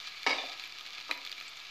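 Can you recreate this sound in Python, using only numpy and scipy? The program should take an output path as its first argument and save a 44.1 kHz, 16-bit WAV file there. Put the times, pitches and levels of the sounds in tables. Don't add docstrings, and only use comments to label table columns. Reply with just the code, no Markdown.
import sys
import numpy as np
from scipy import signal
from scipy.fft import rfft, irfft, next_fast_len
from scipy.io import wavfile
from scipy.ndimage import uniform_filter1d

SR = 44100
rng = np.random.default_rng(int(sys.argv[2]) if len(sys.argv) > 2 else 0)


def unload_wav(signal):
    wavfile.write(
        sys.argv[1],
        SR,
        np.round(np.clip(np.atleast_2d(signal).T, -1, 1) * 32767).astype(np.int16),
    )


def boost(x):
    u = np.asarray(x, float) / 20
    return 10 ** u


N = 74970


def rms_one(x):
    return x / np.sqrt(np.mean(x ** 2) + 1e-20)


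def colour(x, spectrum, peaks=()):
    size = 2 * next_fast_len(N)
    hz = np.maximum(np.arange(size // 2 + 1) * SR / size, 1)
    at, level = np.transpose(spectrum)
    db = np.clip(np.interp(np.log(hz), np.log(at), level), -90, 0)
    for centre_hz, width_hz, lift_db in peaks:
        db = db + lift_db / (1 + (2 * (hz - centre_hz) / width_hz) ** 2)
    cepstrum = irfft(db * np.log(10) / 20, size)
    cepstrum[1:size // 2] *= 2
    cepstrum[size // 2 + 1:] = 0
    response = np.exp(rfft(cepstrum))
    return irfft(rfft(x, size) * response, size)[..., :N]


def drift(rate_hz):
    r = np.exp(-2 * np.pi * rate_hz / SR)
    wander = signal.lfilter([1], [1, -2 * r, r * r], rng.standard_normal(N + SR))
    return rms_one(wander[SR:])


def ring(clicks, hz, t60):
    r, w = boost(-60 / (t60 * SR)), 2 * np.pi * hz / SR
    return signal.lfilter([0, np.sin(w)], [1, -2 * r * np.cos(w), r * r], clicks + 1e-18)


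def struck(hits, modes, uneven_db):
    s, db = np.transpose(hits)
    chance = rng.standard_normal((len(s), len(modes)))
    out = 0
    for k, (hz, level_db, t60) in enumerate(modes):
        clicks = np.zeros(N)
        clicks[(s * SR).astype(int)] = boost(db + level_db + uneven_db * chance[:, k])
        out = out + ring(clicks, hz, t60)
    return out


# f/Hz, level/dB [per Hz]
HUM_SPECTRUM = [(30, -10), (60, -6), (140, -0.5), (220, -8), (400, -31)]


def hum():
    return boost(-75.5) * rms_one(colour(rng.standard_normal(N), HUM_SPECTRUM))


# f/Hz, level/dB [per Hz]
SIDE_SPECTRUM = [(18, -80), (30, -36), (102, -12.5), (774, -6), (1830, -8), (2370, -10), (5300, -12),
                 (15000, -22.5)]


def side_hiss():
    side = boost(-73) * rms_one(colour(rng.standard_normal(N), SIDE_SPECTRUM))
    return side * [[1], [-1]]


KITCHEN_T60_S, WALL_CUT_HZ = 0.39, 4200


def kitchen(x):
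    t = np.arange(SR // 2) / SR
    answer = rng.standard_normal(len(t)) * boost(-60 * t / KITCHEN_T60_S) * (t > .004)
    answer = signal.sosfilt(signal.butter(1, WALL_CUT_HZ, fs=SR, output="sos"), answer)
    return signal.fftconvolve(x, answer / np.sqrt(np.sum(answer ** 2)))[:N]


# f/Hz, level/dB [per Hz]
FLAME_SPECTRUM = [(150, -48.5), (250, -9.5), (546, -13.5), (722, -4), (864, -8.5), (1100, -6), (1430, -7),
                  (2420, -120)]


def flame():
    return boost(-62.5) * rms_one(colour(rng.standard_normal(N), FLAME_SPECTRUM + [(1500, -58.0)]))


LEAK_DB = -25
SHUDDER_S, SHUDDER_DB, SHUDDER_T60_S, SHUDDER_BAND_HZ = .266, -64.5, 0.51, (60, 192)


def shudder():
    t = np.arange(N) / SR - SHUDDER_S
    band = signal.butter(2, SHUDDER_BAND_HZ, "band", fs=SR, output="sos")
    low = rms_one(signal.sosfilt(band, rng.standard_normal(N)))
    return low * boost(SHUDDER_DB - LEAK_DB - 60 * np.maximum(t, 0) / SHUDDER_T60_S) * (t > 0)


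# t/s, level/dB
BUMPS = [
    (1.0935, -42),
    (1.1030, -41),
    (1.1210, -48),
]
# f/Hz, level/dB, t60/s
COUNTER_MODES = [(277, -15, 0.1), (310, -5, 0.05), (534, -17, 0.18), (683, -3, 0.024), (978, -2.5, 0.075),
                 (1204, 3.5, 0.028)]


def counter_bumps():
    return struck(BUMPS, COUNTER_MODES, uneven_db=3.5)


# t/s, level/dB
KNOCKS = [
    (0.385, -35),
    (0.402, -41),
    (0.437, -33.5),
    (.444, -39.5),
    (.460, -41),
    (.497, -46),
]
# f/Hz, level/dB, t60/s
VESSEL_MODES = [(690, -9, .05), (725, -9, .07), (748, -9, .1), (783, -10, .1)]


def vessel_knocks():
    return uniform_filter1d(struck(KNOCKS, VESSEL_MODES, uneven_db=4.0), size=20)


# t/s, level/dB
CLINKS = [
    (0.384, -35),
    (0.398, -37),
]
# f/Hz, level/dB, t60/s
STEEL_MODES = [(1020, -10, 0.061), (1787, -10, 0.088), (2400, 0.5, 0.078), (2910, -13.5, 0.55),
               (3505, -13, 0.35), (3550, -2, 0.3)]


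def steel_clinks():
    return struck(CLINKS, STEEL_MODES, uneven_db=1.0)


def grip():
    start_s, takes_s, damping_db = .334, 0.004, -18
    return boost(damping_db * np.clip((np.arange(N) / SR - start_s) / takes_s, 0, 1))


# t/s, level/dB
RATTLE = [
    (0.2646, -20.5),
    (0.2690, -28.5),
    (0.2762, -26),
    (0.2900, -39),
    (0.2955, -30),
    (0.3020, -35.5),
    (0.3065, -28),
    (0.3125, -34),
    (0.3205, -40.5),
    (0.3285, -31.5),
]
# f/Hz, level/dB, t60/s
DISH_MODES = [(274, -25, 0.034), (580, -13.5, 0.07), (780, -9, 0.036), (935, -12, 0.025), (1058, -9, 0.036),
              (1267, -16.5, 0.16), (1725, -7.5, 0.027), (2340, -14, 0.046), (2850, -20, 0.046),
              (3800, -13, 0.067), (4655, -12, 0.055), (4955, -13, 0.046), (5690, -17, 0.025)]


def dish_rattle():
    return struck(RATTLE, DISH_MODES, uneven_db=4.5)


# t/s, level/dB
NOTE_FEEDS = [
    (0.2672, -31.5),
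    (0.267, -28),
    (0.275, -31.5),
    (0.291, -34),
    (0.3067, -27.5),
    (0.314, -40),
    (.3195, -29.5),
    (0.328, -27),
]
NOTE_HZ, NOTE_T60_S = 2226, 0.064


def dish_note():
    s, db = np.transpose(NOTE_FEEDS)
    feeds = np.zeros(N)
    feeds[(s * SR).astype(int)] = boost(db)
    swing = signal.lfilter([1], [1, -boost(-60 / (NOTE_T60_S * SR))], feeds + 1e-18)
    return uniform_filter1d(swing, size=40) * np.sin(2 * np.pi * NOTE_HZ * np.arange(N) / SR)


# t/s, level/dB
CHATTER = [
    (0.265, -19.5),
    (0.276, -25),
    (0.287, -31.5),
    (0.305, -26.5),
    (0.329, -31),
    (0.365, -36.5),
    (0.395, -37.5),
    (0.46, -46),
    (0.55, -54),
]
# f/Hz, level/dB [per Hz]
CHATTER_COLOUR = [(50, -9), (272, -13.5), (1200, -11.5), (1450, -18.5), (2100, -5.5), (4600, -10.5),
                  (6500, -21.5), (15000, -58)]
CHATTER_PER_S, CHATTER_DB = 3000, -4.5
CHATTER_WIDTH_HZ, CHATTER_LIFT_DB = 160, 6


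def chatter():
    s, db = np.transpose(CHATTER)
    born = rng.random(N) < CHATTER_PER_S / SR
    contacts = boost(4.2 * np.minimum(rng.exponential(1, N), 3)) * rng.choice([-1, 1], N) * born
    t = np.arange(N) / SR
    level_db = CHATTER_DB + np.interp(t, s, db) - 23 * np.maximum(t - s[-1], 0)
    level = boost(level_db) * (t > s[0])
    lifts = [(hz, CHATTER_WIDTH_HZ, CHATTER_LIFT_DB) for hz, _, _ in DISH_MODES]
    return colour(contacts * level, CHATTER_COLOUR, lifts) / np.std(colour(contacts, CHATTER_COLOUR, lifts))


# t/s, level/dB [peak], f/Hz
TICKS = [(0.2174, -62, 11100), (0.23, -58, 12700), (0.2484, -56, 11400), (0.263, -56, 10800),
         (0.2963, -51, 11300), (0.6746, -53, 13200), (0.8073, -56.5, 11500), (0.83, -57, 11800),
         (0.8714, -60, 13100), (0.9043, -68, 11000), (1.1109, -54, 13700), (1.1096, -52, 13700),
         (1.1434, -55, 13000), (1.1747, -53, 13000), (1.2496, -58, 12800), (1.264, -50, 13200),
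         (1.295, -61, 11500), (1.3159, -54, 11800), (1.4002, -52, 12900), (1.4232, -54, 13000),
         (1.4945, -55, 11500)]
# t/s, level/dB [peak], f/Hz
DROPS = [
    (1.48, -48.5, 7500),
    (1.4845, -54, 7600),
    (1.490, -58, 7300),
    (1.569, -52, 6850),
    (1.572, -51.5, 6200),
]
TICK_CYCLES, TICK_DB = 45, 10.5


def ticks():
    out, t = np.zeros(N + SR), np.arange(600) / SR
    for s, db, hz in TICKS + DROPS:
        i = int((s + 0.00058) * SR)
        fall = boost(db + TICK_DB - 60 * t * hz / TICK_CYCLES)
        out[i:i + len(t)] += fall * np.sin(2 * np.pi * hz * t) * np.minimum(t * 3000, 1)
    return out[:N]


# f/Hz, level/dB [per Hz]
BURST_COLOUR = [(410, -47.5), (700, -21.5), (1560, -12.5), (2370, -2.5), (3550, -3.5), (6740, -15.5),
                (8990, -34), (13300, -32.5), (16000, -34)]
# f/Hz, width/Hz, lift level/dB
PAN_RESONANCES = [(1252, 204, 14.5), (1659.6, 49, 11), (2320, 280, 6.5), (3000, 920, 0), (3516, 60, 8.5),
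                  (4010, 240, 5), (4620, 850, 6), (11500, 1100, 9.5), (13200, 730, 7)]


def pan(x):
    return colour(x, BURST_COLOUR, PAN_RESONANCES)


# f/Hz, level/dB, t60/s
SPIT_RINGS = [(1150, -17, .015), (2100, -7, .018), (2440, -4, .022), (3200, -15, .012), (4000, -7, .04)]
SPIT_S, SPIT_DB, SPIT_SNAP_DB = 1.1120, -17, -16.5
SPIT_LASTS_S, SPIT_DIES_DB_PER_S = .0035, 9000


def spit():
    after_s = np.clip(np.arange(N) / SR - SPIT_S - SPIT_LASTS_S, 0, .1)
    return boost(-SPIT_DIES_DB_PER_S * after_s) * struck([(SPIT_S, SPIT_DB)], SPIT_RINGS, uneven_db=0)


# t/s, level/dB [peak], f/Hz
POPS = [(0.0019, -28.5, 3580), (0.0128, -33.3, 3620), (0.028, -34.8, 4650), (0.0723, -29, 4220),
        (0.0819, -41, 2390), (0.0956, -44, 3100), (0.1135, -41, 4090), (0.1208, -39, 4230),
        (0.1461, -37, 2130), (0.1545, -44, 2190), (0.179, -49, 2400), (0.2317, -26, 4200),
        (0.2416, -28, 2350), (0.5315, -29.5, 2400), (0.5755, -34.1, 4080), (0.5971, -26.5, 3960),
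        (0.6387, -31.5, 4000), (0.6466, -32.6, 3100), (0.6746, -35.3, 3700), (0.6954, -35, 2500),
        (0.7235, -31, 4540), (0.7858, -28.5, 4000), (0.7947, -32, 3570), (0.81, -29.5, 3620),
        (0.864, -28.5, 4200), (0.8733, -29, 3570), (0.88, -40, 2690), (0.9056, -32, 3550),
        (0.916, -37, 2410), (0.9254, -40, 2350), (0.9321, -31.5, 3430), (0.9496, -31, 4600),
        (0.9822, -24.5, 2530), (1.0017, -30, 3550), (1.0112, -29.5, 2380), (1.0262, -37, 3800),
        (1.082, -31.5, 2350), (1.1203, -31, 3030), (1.1337, -36, 4650), (1.1464, -42, 2170),
        (1.152, -44, 2480), (1.1758, -29, 2270), (1.2054, -45, 2220), (1.2155, -39, 4670),
        (1.2507, -25.5, 4370), (1.2641, -29, 2230), (1.274, -27, 3600), (1.2959, -32, 4600),
        (1.317, -24.5, 4660), (1.3265, -25, 3550), (1.3806, -29.5, 2360), (1.4016, -30, 4240),
        (1.4109, -27, 2430), (1.425, -29, 2360), (1.4811, -39, 4670), (1.4904, -43, 2380),
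        (1.5332, -40, 2150), (1.5722, -34.5, 3550), (1.6014, -34, 3750), (1.6695, -36, 3680)]
POP_CYCLES, POP_DB = 30, -5
SNAP_DB, SNAP_UNEVEN_DB = -5, 1.5
SPRAY_T60_S, SPRAY_DB = 0.02, -16


def pops():
    rings, snaps, t = np.zeros(N + SR), np.zeros(N + SR), np.arange(2000) / SR
    for s, db, hz in POPS + [(SPIT_S, SPIT_DB + SPIT_SNAP_DB, 2400)]:
        i = int(s * SR)
        rings[i:i + len(t)] += boost(db + POP_DB - 60 * t * hz / POP_CYCLES) * np.sin(2 * np.pi * hz * t)
        snap = rng.standard_normal(len(t)) * boost(SPRAY_DB - 60 * t / SPRAY_T60_S)
        snap[0] = 1
        uneven_db = SNAP_UNEVEN_DB * np.tanh(rng.standard_normal())
        snaps[i:i + len(t)] += boost(db + SNAP_DB + uneven_db) * snap
    unit = pan(np.arange(N) == 0)
    return rings[:N] + pan(snaps[:N]) / np.abs(unit).max() + spit()


# t/s, level/dB
HEAT = [(0, -46.5), (.2, -47), (.45, -46), (.6, -46.5), (.645, -43), (.69, -48.5), (1.099, -47),
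        (1.125, -42), (1.17, -48), (1.45, -47), (1.7, -48)]
BURSTS_PER_S, BURST_SPREAD_DB, CLUMP_DB, HISS_DB = 2700, 0.5, 2, -2.5
MIST_PER_S, MIST_SPREAD_DB, MIST_SWAY_DB, MIST_HZ = 1100, 3.0, 1.1, 9600
MIST_FOLLOWS = 0.27


def crackle(per_s, spread_db):
    sizes = np.minimum(rng.exponential(1, N), 5) * spread_db
    return boost(sizes) * rng.choice([-1, 1], N) * (rng.random(N) < per_s / SR)


def sizzle():
    clumps = boost(CLUMP_DB * (drift(52) + 0.81 * drift(5.9)))
    bursts = rms_one(crackle(BURSTS_PER_S, BURST_SPREAD_DB) * clumps)
    bursts = bursts + boost(HISS_DB) * rng.standard_normal(N)
    mist = rms_one(crackle(MIST_PER_S, MIST_SPREAD_DB)) + boost(-4.5) * rng.standard_normal(N)
    mist = mist * boost(MIST_SWAY_DB * (drift(22) + .5 * drift(30)))
    low = signal.sosfilt(signal.butter(4, MIST_HZ, "low", fs=SR, output="sos"), bursts)
    high = signal.sosfilt(signal.butter(4, MIST_HZ, "high", fs=SR, output="sos"), mist)
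    s, db = np.transpose(HEAT)
    heat_db = np.interp(np.arange(N) / SR, s, db)
    high = high * boost(MIST_FOLLOWS * (heat_db - heat_db.mean()))
    return rms_one(pan(low + high)) * boost(heat_db)


def scene():
    hits = grip() * dish_rattle() + steel_clinks() + vessel_knocks() + counter_bumps()
    clatter = signal.sosfilt(signal.butter(4, 6500, fs=SR, output="sos"), hits)
    popping, note = pops(), dish_note()
    mid = flame() + shudder() + clatter + grip() * note + chatter() + ticks() + popping + sizzle()
    mid = mid + boost(-8.5) * kitchen(clatter + boost(-5.5) * popping) + boost(-18) * kitchen(note)
    return np.array([mid, mid])


def top_cut(x):
    return signal.sosfilt(signal.butter(12, 16250, fs=SR, output="sos"), x)


def record(dry):
    low_cut = signal.butter(10, 259.4, "high", fs=SR, output="sos")
    heard = signal.sosfilt(low_cut, dry) + boost(LEAK_DB) * dry
    heard = heard + hum() + side_hiss()
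    heard = signal.sosfilt(signal.cheby2(16, 60, 15900, fs=SR, output="sos"), heard)
    return top_cut(heard - .0007)


dry = scene()
out = record(dry)
unload_wav(out)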